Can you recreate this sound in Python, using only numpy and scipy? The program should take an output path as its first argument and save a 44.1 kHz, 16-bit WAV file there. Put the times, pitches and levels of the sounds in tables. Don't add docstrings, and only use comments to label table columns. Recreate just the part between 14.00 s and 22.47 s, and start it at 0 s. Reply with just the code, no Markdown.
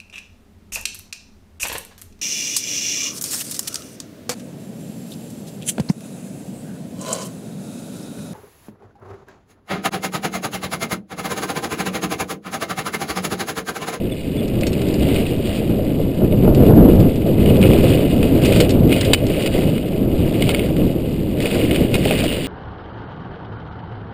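import sys
import numpy as np
from scipy import signal
from scipy.fft import rfft, irfft, next_fast_len
from scipy.io import wavfile
from scipy.ndimage import map_coordinates

SR = 44100
rng = np.random.default_rng(int(sys.argv[2]) if len(sys.argv) > 2 else 0)


def generate_wav(sig):
    pcm = np.round(np.clip(np.atleast_2d(sig).T, -1, 1) * 32767).astype(np.int16)
    wavfile.write(sys.argv[1], SR, pcm)


N = 373527

# pitch in Hz, relative level in dB, ring time t60 in seconds
MOUNT_MODES = [(1390, -11, 0.032), (2200, -1, 0.047), (2500, -0.5, 0.057), (3005, -7, 0.11),
               (3530, -27, 0.25), (4000, -33, 0.02), (4970, -39, .04)]
# frequency in Hz, relative level in dB per Hz.
TICK_SPECTRUM = [(1200, -11), (2600, 1.5), (4000, -1), (4900, 0.5), (5500, -8), (6000, -16)]
SMOOTH_GRIT_DB = -41


def amp(db):
    return 10 ** (np.asarray(db) / 20)


def unit(x):
    return x / np.sqrt(np.mean(x ** 2) + 1e-20)


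def peaked(x):
    return x / (np.abs(x).max() + 1e-20)


def curves(rows):
    s, *cols = np.transpose(rows)
    return [np.interp(np.arange(N) / SR, s, c) for c in cols]


def wobble(rate):
    knots = rng.standard_normal(int(N * rate / SR) + 4)
    return map_coordinates(knots, [np.arange(N) * rate / SR])


def coloured(x, spectrum, size=8192):
    hz, db = np.transpose(spectrum)
    gain = amp(np.interp(np.log(np.fft.rfftfreq(size, 1 / SR) + 1), np.log(hz), db))
    cepstrum = irfft(np.log(gain))
    cepstrum[1:size // 2] *= 2
    cepstrum[size // 2 + 1:] = 0
    impulse = irfft(np.exp(rfft(cepstrum)))
    return signal.fftconvolve(x, impulse)[:len(x)]


def ringing(modes, t, scatter_db):
    total = 0
    for hz, db, t60 in modes:
        envelope = amp(db + scatter_db * rng.standard_normal() - 60 * t / t60)
        total = total + envelope * np.sin(2 * np.pi * (hz * t + rng.random()))
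    return total


def add(track, s, sound):
    room = track[max(round(s * SR), 0):][:len(sound)]
    room += sound[:len(room)]


def in_case(x):
    # frequency in Hz, gain in dB.
    passed = [(400, -3), (1100, -12), (1800, -11.5), (2350, -5), (3000, -3), (3700, -5), (4750, -12.5),
              (5400, -15.5), (6000, -27.5)]
    # centre in Hz, width in Hz, boost in dB.
    resonances = [(2070, 76, 4.5), (2550, 84, 5.5), (2867, 92, 7), (4680, 134, 8)]
    x = coloured(x, passed)
    boosted = x
    for hz, width, db in resonances:
        b, a = signal.iirpeak(hz, hz / width, fs=SR)
        boosted = boosted + (amp(db) - 1) * signal.lfilter(b, a, x)
    return boosted


def airstream():
    # time in seconds, level in dB before gusts.
    stream = [(0, -19.5), (0.18, -26), (0.42, -20), (0.78, -19.5), (1.05, -15), (1.42, -20.5), (1.85, -17),
              (2.14, -21), (2.55, -11.5), (2.82, -4), (3.05, -11), (3.17, -18.5), (3.68, -8), (4.0, -14),
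              (4.88, -11.5), (5.02, -19), (5.55, -19), (5.9, -20), (6.05, -15), (6.85, -17.5), (7.35, -19),
              (7.9, -16.5), (8.14, -20), (8.47, -25.5)]
    # time of the peak in seconds, length in seconds, boost in dB.
    gusts = [(0.62, 0.21, 2.5), (1.711, 0.096, 4.5), (2.054, 0.058, 5), (2.233, 0.15, 7.5),
             (2.329, 0.087, 4), (2.473, 0.16, 7), (5.11, 0.14, 6.5), (5.272, 0.19, 4.5), (5.64, 0.26, 5),
             (6.844, 0.2, 2.5), (7.82, 0.08, 3), (8.24, 0.11, 7)]
    level_db, = curves(stream)
    for s, length, boost_db in gusts:
        add(level_db, s - length / 2, boost_db * np.hanning(round(length * SR)))
    return level_db


def wind(level_db, lumps_db=0.95, tearing_db=-28.5):
    # frequency in Hz, relative level in dB per Hz.
    buffet_spectrum = [(12, -3), (28, -7.5), (60, -2.5), (120, 0.5), (200, 0), (300, -1.5), (420, -8),
                       (600, -18.5), (900, -31.5), (1500, -44), (3000, -59), (4800, -52), (6000, -72)]
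    # frequency in Hz, relative level in dB per Hz.
    tearing_spectrum = [(300, -29), (800, 11.5), (1500, -1.5), (3000, -28.5), (4800, -44), (6000, -18)]
    lumps = amp(lumps_db * wobble(28))
    buffet = unit(coloured(rng.standard_normal(N), buffet_spectrum) * lumps)
    force = amp(level_db) * buffet
    turbulence = unit(coloured(rng.standard_normal(N), tearing_spectrum))
    return force + amp(tearing_db) * force ** 2 * turbulence


def ground():
    # time of full bite in seconds, build-up time constant in
    # seconds, hold in seconds, level in dB of the patch alone, before load and trim.
    patches = [(0.34, 0.03, 0.017, -40.5), (0.587, 0.066, 0.34, -40.5), (1.062, 0.27, 0.14, -32),
               (1.476, 0.06, 0.054, -32.5), (2.446, 0.027, 0.79, -44), (3.395, 0.07, 0.28, -35.5),
               (3.63, 0.037, 0.32, -29.5), (4.25, 0.04, 0.11, -33.5), (4.435, 0.037, 0.15, -29.5),
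               (4.918, 0.039, 0.12, -29), (5.33, 0.097, 0.28, -32), (6.166, 0.038, 0.02, -35),
               (6.414, 0.11, 0.15, -31.5), (6.765, 0.02, 0.05, -43.5), (7.25, 0.06, 0.12, -41),
               (7.438, 0.039, 0.33, -30), (7.98, 0.073, 0.48, -32.5), (8.073, 0.055, 0.13, -26.5)]
    settle_s = 0.17
    t = np.arange(N) / SR
    power = amp(SMOOTH_GRIT_DB) ** 2
    for s, build_up, hold, db in patches:
        rise = np.maximum(s - t, 0) / build_up
        fall = np.maximum(t - s - hold, 0) / settle_s
        power = power + (amp(db) * np.exp(-rise - fall)) ** 2
    return 10 * np.log10(power)


def unloading():
    # start in seconds, length in seconds, drop in dB (a negative drop is a slight rise).
    crests = [(3.05, 0.29, -0.5), (4.75, 0.155, 4), (7.027, 0.355, 8)]
    lift_s = 0.076
    t = np.arange(N) / SR
    drop_db = 0
    for s, length, db in crests:
        drop_db = drop_db + db * np.clip(np.minimum(t - s, s + length - t) / lift_s, 0, 1)
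    return drop_db


def tyres(level_db):
    # frequency in Hz, relative level in dB per Hz.
    rumble_spectrum = [(100, -38), (280, -1), (400, -0.5), (520, -0.5), (620, -3.5), (740, -13.5),
                       (900, -25.5), (1300, -31), (2000, -41), (5000, -80)]
    drumming = amp(2.64 * wobble(40))
    return amp(level_db) * unit(coloured(rng.standard_normal(N), rumble_spectrum) * drumming)


def grit(level_db, stones_per_s=1100, spread_db=0.0, stone_hz=2800, pitch_spread=0.58, cycles=1.27, dust_db=-1):
    draws = rng.standard_normal((int(stones_per_s * N / SR), 2))
    t = np.arange(SR // 200) / SR
    hz = np.clip(stone_hz * np.exp(pitch_spread * draws[:, :1]), 700, 5600)
    strength = amp(spread_db * np.minimum(draws[:, 1:], 2))
    snaps = strength * np.sin(2 * np.pi * hz * t) * np.exp(-hz * t / cycles)
    snaps = snaps * np.sqrt(hz)
    places = rng.integers(0, N, (len(draws), 1)) + np.arange(len(t))
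    stones = unit(np.bincount(places.ravel(), snaps.ravel(), N)[:N])
    dust = amp(dust_db) * rng.standard_normal(N)
    clumps = amp(1.5 * wobble(45))
    return amp(level_db) * unit(in_case((stones + dust) * clumps))


def clicks(grit_db, scrape_db=-15, scrape_t60=0.016, body_db=-3, body_t60=0.053):
    # start in seconds, peak level in dB.
    taps = [(0.6338, -13.5), (1.1614, -15.5), (1.8683, -27.5), (2.3248, -20.5), (3.46, -14.5), (3.6282, -8),
            (3.637, -12), (3.7345, -9), (4.229, -13.5), (4.9269, -7.5), (5.4752, -12), (5.7806, -14.5),
            (6.4231, -9.5), (6.492, -7), (6.547, -6), (6.594, -13.5), (6.767, -16.5), (7.404, -12.5),
            (7.4568, -12), (7.7112, -8.5), (7.7598, -10), (8.054, -9.5), (8.11, -6.5), (8.3276, -13.5)]
    stray_per_s, stray_over_grit_db = 5, 12
    track, t = np.zeros(N), np.arange(SR // 10) / SR
    places = rng.integers(0, N, int(stray_per_s * N / SR))
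    strays = [(i / SR, grit_db[i] + stray_over_grit_db) for i in places]
    for s, db in [*taps, *strays]:
        scrape = amp(scrape_db) * rng.standard_normal(len(t)) * amp(-60 * t / scrape_t60)
        contact = (t == 0) + scrape
        snap = in_case(coloured(contact, [(1500, -3), (3300, -1.5), (5500, -9)]))
        body = ringing(MOUNT_MODES, t, scatter_db=3.5) * amp(-60 * t / body_t60)
        add(track, s, amp(db) * peaked(peaked(snap) + amp(body_db) * peaked(body)))
    return track


def jolts(ring_db=-9, bounce_s=0.011, bounce_db=-9):
    # start in seconds, peak of the first crack in dB before its ring is added,
    # t60 of the crack's noise in seconds before the case rings.
    slams = [(4.449, -12.5, 0.16), (4.522, -15, 0.17), (4.559, -12.5, 0.11), (4.602, -6.5, 0.04),
             (5.134, 4, 0.014), (5.46, -14, 0.055), (7.942, -8.5, 0.029), (7.953, -7.5, 0.022)]
    track, t = np.zeros(N), np.arange(SR // 5) / SR
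    for s, db, crack_t60 in slams:
        for delay, loss_db in [(0, 0), (bounce_s, bounce_db)]:
            crack = in_case(rng.standard_normal(len(t)) * amp(-60 * t / crack_t60))
            ring = amp(ring_db) * peaked(ringing(MOUNT_MODES, t, scatter_db=3))
            add(track, s + delay, amp(db + loss_db) * (peaked(crack) + ring))
    return track


def knocks():
    # start in seconds, peak level in dB.
    hits = [(2.218, -12.5), (2.478, -3.5), (2.721, -6), (4.563, -8.5), (4.602, -6), (5.587, -14),
            (8.057, -5.5), (8.108, -7), (8.121, -11), (8.241, -11)]
    # pitch in Hz, relative level in dB, ring time t60 in seconds.
    frame_modes = [(406, 1.5, 0.022), (615, 0.5, 0.027), (817, -15, 0.048), (1410, -15.5, 0.016)]
    track, t = np.zeros(N), np.arange(SR // 8) / SR
    soft_onset = 1 - np.exp(-t / 0.0016)
    for s, db in hits:
        add(track, s, amp(db) * peaked(ringing(frame_modes, t, scatter_db=1.5) * soft_onset))
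    return track


def chain(tick_t60=0.053, ring_db=-2, detune=0.16):
    # start in seconds, peak of the tick in dB before
    # the ring is added, ring time t60 in seconds.
    strikes = [(0.48, -28, 0.018), (0.610, -20, 0.022), (0.668, -16.5, 0.087), (0.730, -24, 0.027),
               (0.817, -25, 0.033), (0.885, -25, 0.018), (0.941, -21.5, 0.022), (2.548, -21, 0.015),
               (2.956, -35, .03), (3.002, -27, 0.04), (3.158, -25, 0.016), (4.455, -17, 0.037),
               (4.605, -8.5, 0.048), (4.693, -16, 0.027), (4.706, -15.5, .04), (5.011, -12, 0.016),
               (5.049, -14.5, .03), (5.135, -7, 0.039), (5.267, -21, 0.034), (8.178, -21, 0.025),
               (8.241, -20, .025)]
    # pitch in Hz before detuning, relative level in dB before scatter.
    partials = [(3106, -8), (3612, -3), (4344, 2), (5469, 0)]
    track, t = np.zeros(N), np.arange(SR // 4) / SR
    for s, db, t60 in strikes:
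        tick = coloured(rng.standard_normal(len(t)) * amp(-60 * t / tick_t60), TICK_SPECTRUM)
        pitch = 1 + detune * rng.standard_normal() * np.exp(-t60 / 0.035)
        ring = 0
        for hz, level in partials:
            ring = ring + amp(level + 2 * rng.standard_normal()) * np.sin(2 * np.pi * hz * pitch * t)
        add(track, s, amp(db) * (peaked(tick) + amp(ring_db) * peaked(ring) * amp(-60 * t / t60)))
    return track


def chatter(grit_db, ticks_per_s=28, spread_db=3, below_db=-16, decay_s=0.0094):
    strength = amp(spread_db * np.minimum(rng.standard_normal(N), 1))
    ticks = (rng.random(N) < ticks_per_s / SR) * strength
    envelope = signal.lfilter([1], [1, -np.exp(-1 / (decay_s * SR))], ticks)
    bursts = envelope * rng.standard_normal(N)
    return amp(grit_db + below_db) * unit(coloured(bursts, TICK_SPECTRUM))


def brake(waver=0.013):
    # start in seconds, length in seconds, centre pitch in Hz, peak level in dB.
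    touches = [(0.11, 0.031, 3470, -32), (0.36, 0.054, 3450, -35)]
    track, drift = np.zeros(N), wobble(250)
    for s, length, hz, db in touches:
        pitch = hz * (1 + waver * drift[round(s * SR):][:round(length * SR)])
        tone = np.sin(2 * np.pi * np.cumsum(pitch) / SR)
        add(track, s, amp(db) * np.hanning(len(pitch)) * tone)
    return track


def scene(eddy_db=0.5, bump_db=1.0, fine_db=-0.74):
    reference_air_db, reference_grit_db = -16, -35
    rumble_db, rumble_per_air, rumble_per_grit = -23.5, 0.81, 0.36
    coarse_offset_db, coarse_per_grit = -9, 1.46

    air_db, ground_db, light_db = airstream(), ground(), unloading()
    load_db = bump_db * wobble(16) - light_db
    tyre_db = rumble_db + rumble_per_air * (air_db - reference_air_db)
    tyre_db = tyre_db + rumble_per_grit * (ground_db - reference_grit_db)
    grit_db = np.maximum(ground_db + load_db, SMOOTH_GRIT_DB)
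    coarse_db = reference_grit_db + coarse_offset_db + coarse_per_grit * (grit_db - reference_grit_db)

    rolling = tyres(tyre_db + load_db) + grit(grit_db + fine_db)
    rolling += grit(coarse_db, stones_per_s=200, spread_db=2, stone_hz=2100, pitch_spread=0.24,
                    cycles=3.1, dust_db=-4)
    rattles = clicks(grit_db) + jolts() + knocks() + chain() + chatter(grit_db) + brake()
    return (wind(air_db + eddy_db * wobble(12)) + rolling + rattles)[None]


def limited(x, threshold_db=1.5, recover_db_per_s=90, attack_s=0.014):
    ramp = recover_db_per_s * np.arange(N) / SR
    over_db = np.maximum(20 * np.log10(np.abs(x) + 1e-9) - threshold_db, 0)
    duck_db = np.maximum.accumulate(over_db + ramp, axis=1) - ramp
    keep = np.exp(-1 / (attack_s * SR))
    return x * amp(-signal.lfilter([1 - keep], [1, -keep], duck_db))


def record(dry, hardness=10):
    hold_hz, top_hz = 12000, 15300
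    ceiling = 0.96
    x = signal.resample_poly(limited(dry), hold_hz, SR, axis=1)
    x = x / (1 + np.abs(x / ceiling) ** hardness) ** (1 / hardness)
    steps = signal.resample_poly(np.repeat(x, 4, axis=1), SR, 4 * hold_hz, axis=1)
    size = next_fast_len(N + SR // 4)
    below_top = np.fft.rfftfreq(size, 1 / SR) < top_hz
    return irfft(rfft(steps, size) * below_top, size)[:, :N]


dry = scene()
out = record(dry)
generate_wav(out)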